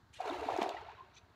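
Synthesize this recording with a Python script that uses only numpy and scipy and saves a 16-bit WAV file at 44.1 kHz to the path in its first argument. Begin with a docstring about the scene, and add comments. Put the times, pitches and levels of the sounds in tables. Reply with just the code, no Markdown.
"""A pond, where a cast net hisses open and its ring of sinkers lands, one stretch of rim after another.
Each sinker traps air that rings as a short plop; larger pockets gulp and the mesh throws up spray.
Bubbles and drops settle, the wet hand line swishes once, and the banks return a faint echo.
Far off an engine, perhaps a pump, chugs; a little wind touches the microphone."""
import sys
import numpy as np
from scipy import signal
from scipy.fft import rfft, irfft, next_fast_len
from scipy.io import wavfile
from scipy.ndimage import map_coordinates

SR = 44100
rng = np.random.default_rng(int(sys.argv[2]) if len(sys.argv) > 2 else 0)


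def inscribe(sig):
    """Save sig as 16-bit PCM at rate SR to the path in sys.argv[1].

    A 1-D sig is mono; a 2-D sig holds one channel per row.
    Samples are clipped to [-1, 1] before scaling.
    """
    pcm = np.round(np.clip(np.atleast_2d(sig).T, -1, 1) * 32767)
    wavfile.write(sys.argv[1], SR, pcm.astype(np.int16))


N = 59535
TOUCHDOWN_S = 0.151

# Each row: start in seconds, relative peak in dB, pitch in Hz, swell in ms.
SINKER_PLOPS = [(.2025, -24, 738, 4.15), (.2525, -29.5, 930, 1.7), (0.2564, -30.5, 440, 3.4),
                (.2945, -28, 708, 3.1), (.297, -34.5, 286, 10), (.3095, -27.5, 964, 2),
                (.320, -31, 348, 4.8), (.333, -31, 910, 1.06), (.416, -30.5, 427, 7.4),
                (.442, -34, 790, 1.6), (.455, -37.5, 265, 13.5), (.4868, -18, 770, 2.1),
                (.4925, -29, 1003, 3.6), (.5022, -23.5, 817, 1.67), (.5205, -26, 864, 1.3),
                (0.5285, -35, 540, 1.3), (.5405, -26.5, 710, 2.2), (.5625, -22, 717, 1.94),
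                (.5845, -29, 880, 1.9), (.5865, -20, 379, 4.13), (.6165, -24, 227.6, 3.17),
                (.6188, -17, 800, 0.99), (.6305, -26, 685, 2.8), (.642, -33, 770, 1.9),
                (.659, -35, 740, 4.3), (.6872, -24, 698, 2.14), (.707, -30, 710, 2.7), (.7445, -29, 747, 3),
                (.764, -35.5, 800, 2.7)]
RISING_BUBBLES = [(.766, -39, 1920, 4), (.774, -43.5, 899, 10.4), (.812, -39.5, 810, 2.9),
                  (.820, -45, 427, 7.4), (.840, -47.5, 636, 6), (.859, -47, 702, 6.7),
                  (.8845, -39, 852, 4.1), (.897, -41.5, 805, 5.1), (.903, -44, 930, 4.4),
                  (.924, -51.5, 423, 6.9), (0.974, -50, 1046, 17.4), (1.0056, -41, 1025, 4.7),
                  (1.018, -52.5, 1047, 7.3)]
def plops():
    """Air pockets ring under single sinkers; bubbles from the sinking net chirp upwards."""
    sinkers = amp(-4.5) * pockets(SINKER_PLOPS, rise=0.0083)
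    bubbles = amp(-2.5) * pockets(RISING_BUBBLES, rise=0.036)
    return filtered(sinkers + bubbles, lambda hz: hz ** 8 / (hz ** 8 + 203 ** 8))  # high-pass


# Each row: time in seconds, level in dB.
PATTER_LEVEL = [(.17, -75), (.2, -45.5), (.24, -46.5), (.262, -43.5), (.345, -43.5), (.39, -44.5),
                (.44, -41), (.475, -50), (.5, -36.5), (.55, -46), (.64, -39.5), (.71, -45), (.76, -51),
                (.85, -57), (.905, -59.5), (1.0, -67.5), (1.35, -76.5)]
GULP_LEVEL = [(.19, -91), (.275, -48), (.375, -50), (.42, -44), (.48, -49), (.56, -43.5), (.71, -46.5),
              (.76, -57.5), (.84, -72), (1.35, -77.5)]
# Each row: frequency in Hz, gain in dB.
PATTER_SPECTRUM = [(200, -57), (450, -7.5), (560, -5.5), (720, 2), (980, -1), (1110, -10.5), (1280, -3),
                   (1700, -28), (3000, -58)]
GULP_SPECTRUM = [(100, -28), (180, -41), (260, -9.5), (370, 1.5), (440, 5.5), (530, 0), (900, -16)]
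def rim():
    """The many other sinkers patter in and their cavities gulp shut."""
    patter = swarm(count=1000, hz=843.6, octaves=0.498, cycles=0.92, scatter_db=1.5, samples=900)
    gulps = swarm(count=260, hz=368, octaves=0.343, cycles=1.92, scatter_db=2, samples=2600)
    return (level(PATTER_LEVEL) * coloured(patter, PATTER_SPECTRUM)
            + level(GULP_LEVEL) * coloured(gulps, GULP_SPECTRUM))


# Each row: time in seconds, level in dB.
SPRAY_LEVEL = [(.19, -66), (.21, -50), (.235, -54.5), (.265, -49), (.34, -47.5), (.39, -50.5), (.5, -48.5),
               (.605, -49), (.627, -44), (.655, -49.5), (.7, -50), (.75, -53.5), (.83, -57.5), (.9, -59.5),
               (.98, -62), (1.1, -71), (1.35, -77)]
# Each row: frequency in Hz, gain in dB.
SPRAY_SPECTRUM = [(400, -45), (900, 2), (1400, 2.5), (2000, -2.5), (2700, -1.5), (3200, -6), (4050, -3),
                  (4800, -9.5), (7200, -11.5), (8300, -18.5), (11000, -19.5), (13500, -28.5),
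                  (15500, -20.5)]
def spray():
    """Clumps of droplets and small bubbles from the mesh, duller as they settle."""
    clumps_per_s, settle_s, dulling_db_per_s = 200, 0.63, 46
    drops = swarm(count=4200, hz=4480, octaves=1.178, cycles=0.32, scatter_db=2.5, samples=200)
    bubbles = swarm(count=1000, hz=2809, octaves=0.8, cycles=6.15, scatter_db=1.65, samples=1200)
    clumps = amp(2 * map_coordinates(rng.standard_normal(1000), [clock() * clumps_per_s]))
    fizz = coloured(clumps * (drops + amp(-0.5) * noise()) + amp(-3) * bubbles, SPRAY_SPECTRUM)
    treble_db = -dulling_db_per_s * np.maximum(clock() - settle_s, 0)
    return level(SPRAY_LEVEL) * treble_shelf(fizz, treble_db)


# Each row: start in seconds, relative level in dB, centre in Hz, width in octaves, snap gain in dB.
DROP_SLAPS = [(0.2052, -44.5, 6200, 0.55, -22), (0.2987, -28.5, 3630, 0.14, -32),
              (0.5646, -39, 6500, 0.12, -24), (0.5751, -33, 5170, 0.13, -8),
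              (0.616, -25.5, 2700, 0.41, -30), (0.6211, -22.5, 2070, 0.48, -28),
              (.6283, -27, 3730, 0.58, -14), (0.6918, -27, 3450, 0.37, -31), (0.6911, -38, 6700, 0.078, -3),
              (.6412, -45, 6800, 0.11, -30), (1.154, -48, 6540, .12, -40)]
def slaps():
    """Near drops hit the surface: each a brief band of noise with a broad snap above it."""
    attack_s, t60_s, snap_top_hz = 0.00079, 0.011, 9000
    out = np.zeros(N)
    for start_s, db, centre_hz, octaves, snap_db in DROP_SLAPS:
        def response(hz):
            band = (1 + (np.log2((hz + 1) / centre_hz) / (2 * octaves)) ** 2) ** -3
            snap = (hz > centre_hz) * centre_hz / (hz + 1) / (1 + (hz / snap_top_hz) ** 2)
            return band + amp(snap_db) * snap
        t = clock() - start_s
        crack = unit(filtered(noise(), response))
        out += amp(db - 7) * crack * np.clip(t / attack_s, 0, 1) * amp(-60 * np.abs(t) / t60_s)
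    return out


# Each row: frequency in Hz, gain in dB.
SHOWER_SPECTRUM = [(1500, -12), (3800, -18), (6500, -20), (15000, -21)]
def shower():
    """A sheet of fine droplets, flung up where the rim lands hardest."""
    drops = swarm(count=3000, hz=5500, octaves=0.7, cycles=1.5, scatter_db=3, samples=300)
    gain = amp(-54) * envelope(start_s=0.607, attack_s=0.013, hold_s=0, t60_s=0.13)
    return gain * coloured(drops, SHOWER_SPECTRUM)


# Each row: start, attack, hold and 60 dB decay time in seconds, level in dB.
MESH_STROKES = [(0.127, 0.016, 0.0053, 0.089, -57), (.150, 0.014, 0.0084, 0.22, -55.5)]
LINE_STROKES = [(1.133, 0.01, 0.014, 0.12, -66), (1.159, 0.011, 0.015, 0.031, -57)]
# Each row: frequency in Hz, gain in dB.
MESH_SPECTRUM = [(800, -27), (1750, -2.5), (2600, -3.5), (3500, -1.5), (4900, -14), (7000, -5.5),
                 (8300, -11.5), (10200, -12), (14000, -32)]
LINE_SPECTRUM = [(2100, -10.5), (2450, -0.5), (2900, -8.5), (3800, -1), (5400, -12), (6050, 6.5),
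                 (6600, -17), (7200, -13), (8000, -25), (14000, -35.5)]
def swishes():
    """The mesh hisses open and dulls as it slows; later the wet hand line runs out."""
    dulling_db_per_s = 150
    mesh = treble_shelf(twine(MESH_STROKES, MESH_SPECTRUM), dulling_db_per_s * (TOUCHDOWN_S - clock()))
    return mesh + twine(LINE_STROKES, LINE_SPECTRUM)


def twine(strokes, spectrum):
    """Twine slides over twine and whips through the air: a hiss of many brief whistles."""
    out = np.zeros(N)
    for *timing_s, db in strokes:
        whistles = swarm(count=2500, hz=4639, octaves=0.73, cycles=11.4, scatter_db=0.5, samples=1100)
        out += amp(db) * coloured(whistles + amp(-1) * noise(), spectrum) * envelope(*timing_s)
    return out


def bank_echo(x, t60_s=0.2):
    """A short, diffuse echo from around the pond."""
    tail = noise() * amp(-60 * clock() / t60_s)
    return signal.fftconvolve(x, tail / np.linalg.norm(tail))[:N]


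def engine(firings_per_s=14.15, fade_db_per_s=2):
    """A far engine fires evenly, each stroke a low thud of slightly different strength."""
    out = np.zeros(N)
    for start_s in 0.029 + np.arange(20) / firings_per_s:
        db = -57 - fade_db_per_s * start_s + rng.standard_normal()
        out += amp(db) * ring(clock() - start_s, hz=96, swell_s=0.0075, rise=0)
    return out


# Each row: time in seconds, level in dB.
WIND_LEVEL = [(0, -75), (.3, -71), (.42, -59), (.48, -76), (.53, -57), (.58, -76), (.73, -85), (.8, -60.5),
              (.87, -71)]
# Each row: frequency in Hz, gain in dB.
AIR_SPECTRUM = [(25, -21), (50, -2), (90, -10.5), (150, 2), (380, -2.5), (550, -10.5), (900, -2.5),
                (1600, -5.5), (2500, -19), (4200, -14.5), (5200, -22.5), (7200, -25), (8500, -33.5)]
WIND_SPECTRUM = [(20, -25), (40, -26), (62, -4.5), (85, -2), (130, -11.5), (300, -54)]
def air():
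    """A steady outdoor hush, with low puffs of wind on the microphone."""
    hush = amp(-69.5) * coloured(noise(), AIR_SPECTRUM)
    return hush + level(WIND_LEVEL) * coloured(noise(), WIND_SPECTRUM)


def ring(t, hz, swell_s, rise):
    """A tone swells and dies; its pitch climbs by the fraction `rise` per swell time."""
    age = np.maximum(t, 0) / swell_s
    return age ** 2 * np.exp(2 * (1 - age)) * np.sin(2 * np.pi * hz * t * (1 + rise * (age / 2 - 1)))


def pockets(rows, rise):
    """One ringing air pocket per row."""
    return sum(amp(db) * ring(clock() - s, hz, ms / 1000, rise) for s, db, hz, ms in rows)


def swarm(count, hz, octaves, cycles, scatter_db, samples):
    """A stream of random rings at rms 1, each swelling for about `cycles` periods."""
    starts = (np.arange(count) + rng.uniform(-1, 2, count)).clip(0) * N / count
    pitch, life, strength = rng.standard_normal((count, 3)).T[:, :, None]
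    ring_hz = np.clip(hz * 2 ** (octaves * pitch), 100, 15000)
    swell_s = cycles * np.exp(0.57 * life) / ring_hz
    gains = amp(scatter_db * np.clip(strength, -2, 2))
    waves = gains * ring(np.arange(samples) / SR, ring_hz, swell_s, rise=0.0083)
    positions = starts.astype(int)[:, None] + np.arange(samples)
    return unit(np.bincount(positions.ravel(), waves.ravel(), N)[:N])


def amp(db):
    return 10 ** (np.asarray(db) / 20)


def unit(x):
    return x / np.sqrt(np.mean(x ** 2) + 1e-20)


def clock():
    return np.arange(N) / SR


def noise():
    return rng.standard_normal(N)


def level(points):
    return amp(np.interp(clock(), *np.transpose(points)))


def envelope(start_s, attack_s, hold_s, t60_s):
    t = clock() - start_s
    return np.clip(t / attack_s, 0, 1) * amp(-60 * np.maximum(t - attack_s - hold_s, 0) / t60_s)


def filtered(x, response):
    size = next_fast_len(N + 8192)
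    return irfft(rfft(x, size) * response(np.fft.rfftfreq(size, 1 / SR)), size)[:N]


def coloured(x, spectrum):
    """x shaped by (Hz, dB) points, at rms 1."""
    points_hz, db = np.transpose(spectrum)
    return unit(filtered(x, lambda hz: amp(np.interp(np.log(hz + 1), np.log(points_hz), db))))


def treble_shelf(x, gain_db, corner_hz=5500):
    treble = filtered(x, lambda hz: hz ** 8 / (hz ** 8 + corner_hz ** 8))
    return x - treble + treble * amp(gain_db)


def scene():
    """The cast and its echo, over the engine and the air."""
    landing = np.clip((clock() - TOUCHDOWN_S) / 0.061, 0, 1)  # still water until the mesh arrives
    cast = plops() + landing * (rim() + spray()) + slaps() + shower() + swishes()
    return (cast + amp(-14.5) * bank_echo(cast) + engine() + air())[None]


def record(dry):
    """Brick-wall low-pass at 15.6 kHz."""
    return np.array([filtered(x, lambda hz: hz < 15600) for x in dry])


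dry = scene()
out = record(dry)
inscribe(out)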